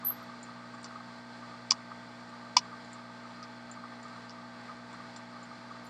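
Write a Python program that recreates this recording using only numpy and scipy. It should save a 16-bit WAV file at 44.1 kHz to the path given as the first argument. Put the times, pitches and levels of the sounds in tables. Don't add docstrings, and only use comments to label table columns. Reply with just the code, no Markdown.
import sys
import numpy as np
from scipy import signal
from scipy.fft import rfft, irfft, next_fast_len
from scipy.io import wavfile
from scipy.ndimage import uniform_filter1d, map_coordinates

SR = 44100
rng = np.random.default_rng(int(sys.argv[2]) if len(sys.argv) > 2 else 0)


def materialize(psi):
    bounded = np.clip(np.atleast_2d(psi).T, -1, 1)
    quanta = np.round(bounded * 32767).astype(np.int16)
    wavfile.write(sys.argv[1], SR, quanta)


N = 260140


def amp(db):
    return 10 ** (np.asarray(db) / 20)


def unit(x):
    return x / np.sqrt(np.mean(x ** 2) + 1e-20)


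def along(points, hz):
    point_hz, value = np.transpose(points)
    return np.interp(np.log(hz + 1), np.log(point_hz + 1), value)


def curves(rows):
    time_s, *columns = np.transpose(rows)
    return [np.interp(np.arange(N) / SR, time_s, column) for column in columns]


def during(rows):
    t = np.arange(N) / SR
    first_s, last_s = rows[0][0], rows[-1][0]
    return np.interp(t, [first_s, first_s + .004, last_s, last_s + .004], [0, 1, 1, 0])


def wobble(knots_per_s):
    knots = rng.standard_normal(int(N * knots_per_s / SR) + 4)
    coarse = np.arange(0, N + 16, 16)
    smooth = map_coordinates(knots, [coarse * knots_per_s / SR])
    return np.interp(np.arange(N), coarse, smooth)


def filtered(x, response):
    m = next_fast_len(len(x) + SR // 2)
    spectrum = rfft(x, m) * response(np.fft.rfftfreq(m, 1 / SR))
    return irfft(spectrum, m)[:len(x)]


def resonant(peaks):
    def response(hz):
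        total = 0
        for k, (centre_hz, width_hz, db) in enumerate(peaks):
            damping = 1j * hz * width_hz
            total = total + (-1) ** k * amp(db) * damping / (centre_hz ** 2 - hz ** 2 + damping)
        return total
    return unit(filtered(rng.standard_normal(N), response))


def ring(modes, spread_db, attack_s):
    t = np.arange(SR // 16) / SR
    tones = 0
    for hz, db, t60_s in modes:
        decay = amp(db + rng.normal(0, spread_db) - 60 * t / t60_s)
        tones = tones + decay * np.sin(2 * np.pi * (hz * t + rng.random()))
    return tones * np.sin(np.pi / 2 * np.clip(t / attack_s, 0, 1)) ** 2


# frequency in Hz, t60 in s.
TAIL_T60 = [(800, .1), (5000, 0.11), (9000, .07), (12400, 0.14)]


def noisy_tail(x, last_s):
    hz, t, z = signal.stft(rng.standard_normal(SR // 6), SR, nperseg=128)
    fade_db = -60 * t / along(TAIL_T60, hz)[:, None] - 1800 * np.clip(t - last_s, 0, 1)
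    tail = signal.istft(z * amp(fade_db), SR, nperseg=128)[1]
    delayed = np.pad(x, (150, 0))
    return signal.fftconvolve(delayed, tail / np.linalg.norm(tail))[:len(x)]


def standing(x, depth_db, spacing_hz):
    knots = rng.standard_normal(SR // 20)
    return unit(filtered(x, lambda hz: amp(depth_db * map_coordinates(knots, [hz / spacing_hz]))))


def add(track, start_s, sound):
    part = track[round(start_s * SR):][:len(sound)]
    part += sound[:len(part)]


MAINS_HZ = 59.99
HUM_ORDERS = [1, 2, 3, 4, 5, 6, 7, 8, 9, 10, 11, 12, 13, 14, 15, 16, 17, 19, 21, 22, 25, 26, 27, 29, 30, 33,
              37, 38, 45, 52, 58, 64, 69, 79]
HUM_DB = [-78.5, -61, -62, -53, -64.5, -76, -77.5, -69, -70, -67, -60.5, -71, -74.5, -68, -62.5, -74.5, -78,
          -70.5, -69.5, -73, -69, -61, -72.5, -77, -71, -75.5, -73.5, -76, -78.5, -83, -78, -82, -83, -83]


def hum():
    turn = 2 * np.pi * MAINS_HZ * np.arange(N) / SR
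    out = np.zeros(N)
    for order, db in zip(HUM_ORDERS, HUM_DB):
        level = np.sqrt(2) * amp(db + 0.66 * wobble(5.7))
        out += level * np.sin(order * turn + rng.uniform(0, 2 * np.pi))
    return out


HOUSING_DB, UNEVEN_DB, UNEVEN_PER_S = -57.5, 2, 16
RATTLE_DB, RATTLE_PER_S = 3, 130
SHAKE_RISE, SHAKE_FALL_DB = .3, 12
# peak time in s, level in dB before grain, length in s.
SHAKES = [(.0378, -43, .025), (.1057, -49.5, .07), (.215, -50, .08), (0.296, -50.5, .05),
          (0.493, -48.5, .04), (.60, -53, .2), (0.859, -47.5, 0.028), (0.91, -49.5, .06),
          (0.957, -45, 0.043), (1.004, -50, .03), (1.4301, -50, .05), (1.917, -47.5, .04),
          (2.73, -50.5, .06), (3.70, -52.5, .05), (3.839, -47, .04), (4.0527, -49, .05), (4.16, -47, .04),
          (4.695, -48, .04), (4.946, -50, .05), (5.005, -50, .05), (5.7124, -50, .05)]


def shaking():
    t = np.arange(N) / SR
    level_db = HOUSING_DB + UNEVEN_DB * wobble(UNEVEN_PER_S)
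    for peak_s, db, length_s in SHAKES:
        away = np.maximum((peak_s - t) / SHAKE_RISE, (t - peak_s) / (1 - SHAKE_RISE)) / length_s
        level_db = np.maximum(level_db, db - SHAKE_FALL_DB * away ** 2)
    return amp(level_db + RATTLE_DB * wobble(RATTLE_PER_S))


AIR_GAIN_DB = -59.5
# frequency in Hz, relative density in dB per Hz.
RUSH_SPECTRUM = [(15, -60), (25, -35.5), (70, -33), (110, -22.5), (200, -14), (280, -13), (390, -21),
                 (650, -13.5), (1060, -12.5), (1400, -13), (1700, -17.5), (2300, -20), (2800, -32.5),
                 (5000, -91)]
# frequency in Hz, relative density in dB per Hz.
HISS_SPECTRUM = [(1800, -20.5), (2500, -6), (3400, -3), (4400, 0.5), (5200, -3), (6000, -10), (6800, -13.5),
                 (7600, -13.5), (8600, -16), (9400, -26.5), (10200, -27), (11200, -32.5), (13000, -36.5),
                 (16000, -37)]
# centre in Hz, width in Hz, relative level in dB.
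DUCT_PEAKS = [(192, 50, 0.5), (779, 86, -7.5), (866.6, 40, 6), (980, 50, -8), (1569, 56, -1.5),
              (1884, 110, -1), (2052, 188, -7), (3480, 40, -11.5), (4320, 90, -10.5), (4520, 35, -12),
              (4830, 90, -12), (7380, 250, -19), (8260, 300, -24)]
# centre in Hz, width in Hz, relative level in dB.
HOUSING_PEAKS = [(1181, 67, 1), (1271, 77, -2)]


def fan():
    rush = unit(filtered(rng.standard_normal(N), lambda hz: amp(along(RUSH_SPECTRUM, hz))))
    hiss = unit(filtered(rng.standard_normal(N), lambda hz: amp(along(HISS_SPECTRUM, hz))))
    duct = filtered(resonant(DUCT_PEAKS), lambda hz: 1 / (1 + (hz / 8500) ** 8))
    air = amp(5) * standing(rush, 2.5, 45) + amp(-0.5) * standing(hiss, 2.7, 55) + amp(2) * duct
    air_gain = amp(AIR_GAIN_DB + 0.64 * wobble(12))
    housing = filtered(resonant(HOUSING_PEAKS), lambda hz: 1 / (1 + ((hz - 1210) / 260) ** 4))
    return air_gain * air + shaking() * unit(housing)


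TAP_DB, TAP_T60_S = 10.5, .022


def taps():
    out = np.zeros(N)
    modes = [(hz, db, TAP_T60_S) for hz, _, db in HOUSING_PEAKS]
    for peak_s, shake_db, _ in SHAKES:
        add(out, peak_s, amp(shake_db + TAP_DB) * ring(modes, 1, 0.001))
    return out


# time in s, level in dB.
SWISH_LEVEL = [(5.826, -98), (5.852, -68.5), (5.899, -87)]


def swish():
    noise = resonant([(11000, 3200, 0)])
    treble = unit(filtered(noise, lambda hz: (hz > 8800) / (1 + (hz / 13500) ** 12)))
    return amp(curves(SWISH_LEVEL)[0]) * during(SWISH_LEVEL) * treble


# time in s, centre pitch in Hz, level in dB before flutter.
SQUEAK_COURSE = [(.044, 11950, -60), (.051, 11980, -30.5), (.072, 12400, -30), (.090, 12220, -29.5),
                 (.098, 12450, -40), (.103, 12550, -28.5), (.109, 12500, -33), (.118, 12400, -50),
                 (.215, 12300, -95), (.228, 12240, -68), (.245, 12240, -90)]


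def squeak():
    pitch_hz, db = curves(SQUEAK_COURSE)
    gain = amp(uniform_filter1d(db, size=SR // 400)) * during(SQUEAK_COURSE)
    phase = 2 * np.pi * np.cumsum(pitch_hz + 50 * wobble(200)) / SR
    tone = np.sqrt(2) * np.sin(phase) * amp(2.5 * wobble(240))
    scrape = unit(filtered(rng.standard_normal(N), lambda hz: 1 / (1 + ((hz - 10800) / 900) ** 4)))
    direct = gain * (tone + amp(-40) * scrape)
    return direct + amp(-11.5) * noisy_tail(direct + amp(-28) * gain * scrape, last_s=.11)


# start in s, blow gain in dB.
TICKS = [(.430, -39.5), (.467, -60), (.744, -56), (.761, -57), (.814, -60), (.830, -44), (0.844, -45.5),
         (2.294, -54.5), (2.847, -55), (2.917, -57), (2.931, -42), (3.714, -39.5), (4.030, -48.5),
         (4.081, -51.5), (4.930, -49), (5.165, -41), (5.43, -49), (5.867, -50.5)]
# frequency in Hz, relative level in dB, t60 in s.
PIN_MODES = [(7180, 1, 0.016), (7290, -2.5, 0.013), (7630, -7.5, 0.014), (8300, -11, 0.016),
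             (8570, -18, 0.0085)]


def ticks():
    out = np.zeros(N)
    for start_s, db in TICKS:
        blow = amp(db) * ring(PIN_MODES, 2.2, 0.00081)
        add(out, start_s, blow + amp(-3) * noisy_tail(blow, last_s=.022))
    return out


CHATTER_S, CHATTER_GAP_S = 2.5755, .0033
CHATTER_DB, CHATTER_KNOCK_DB, CHATTER_LOSS_DB = -27, -33, 1.2
REBOUND_CRACK_DB = -16
# start in s, shell gain in dB, knock gain in dB.
CONTACTS = [(0.8433, -37, -43), (.852, -52, -46), (.861, -51, -47), (1.705, -32, -57), (1.7085, -13, -33),
            (1.7096, -17, -45), (1.7165, -21, -22), (1.7194, -19, -31), (1.727, -36, -34),
            (2.5661, -27, -6), (2.5682, -11.5, -40), (2.5712, -15, -18), (3.4283, -45, -60),
            (3.439, -51, -60), (4.2952, -44.5, -61), (4.307, -49, -58), (5.1619, -45, -60)]
# start in s, knock pitch in Hz, knock swell in s, lid gain over the shell in dB,
# crack gain at the hardest contact in dB, tail gain in dB.
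CLICKS = [(.84, 1140, .003, -12, -84, -4), (1.70, 1050, 0.0017, -16, -57, -18.5),
          (2.56, 972, 0.0047, -10, -43, -17), (3.42, 1060, .003, -9.5, -94, -1),
          (4.29, 1060, .003, -9, -90, -6), (5.16, 1060, .003, -8, -95, -3)]
# frequency in Hz, relative level in dB, t60 in s.
SHELL_MODES = [(4680, -3, 0.012), (4890, 3.5, .008), (5254, 6.5, 0.0069), (5720, 3, 0.0084),
               (6200, -5.5, 0.0085), (7100, -8.5, 0.009), (7800, -15.5, .007), (8950, -20.5, 0.0065),
               (10080, -29, .006)]
# frequency in Hz, relative level in dB, t60 in s.
LID_MODES = [(1900, -15, 0.024), (2303, -2, 0.021), (2547, -5, 0.022), (2930, -2.5, 0.032),
             (3386, -1.5, 0.019), (3580, -3, 0.019), (4200, -2.5, 0.021)]
# offset above the knock pitch in Hz, relative level in dB, t60 in s.
BOARD_MODES = [(0, 1.5, 0.029), (209, -13, 0.034)]


def catch():
    out, t = np.zeros(N), np.arange(SR // 16) / SR
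    chatter = []
    for k in range(6):
        loss_db = k * CHATTER_LOSS_DB
        knock_db = CHATTER_KNOCK_DB - loss_db + rng.normal(0, 3)
        chatter.append((CHATTER_S + k * CHATTER_GAP_S, CHATTER_DB - loss_db, knock_db))
    for click_s, knock_hz, swell_s, lid_db, crack_db, tail_db in CLICKS:
        contacts = [row for row in CONTACTS + chatter if click_s <= row[0] < click_s + .1]
        hardest_db = max(row[1] for row in contacts)
        board = [(knock_hz + above_hz, db, t60_s) for above_hz, db, t60_s in BOARD_MODES]
        for start_s, shell_db, knock_db in contacts:
            sharp_db = crack_db + shell_db - hardest_db
            if shell_db < hardest_db:
                sharp_db += REBOUND_CRACK_DB
            crack = np.diff(rng.standard_normal(len(t) + 1)) * amp(sharp_db - 60 * t / .004)
            shell = amp(shell_db) * ring(SHELL_MODES, 1.16, 0.00073)
            lid = amp(shell_db + lid_db) * ring(LID_MODES, 2.1, 0.00086)
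            knock = amp(knock_db) * ring(board, 0.41, swell_s)
            blow = shell + lid + knock
            add(out, start_s, blow + crack)
            add(out, start_s, amp(tail_db) * noisy_tail(blow, last_s=.019))
    return out


def scene():
    background = hum() + fan() + taps() + swish()
    return (background + squeak() + ticks() + catch())[None]


TOP_HZ = 15750


def record(dry):
    return filtered(dry[0], lambda hz: hz < TOP_HZ)[None]


dry = scene()
out = record(dry)
materialize(out)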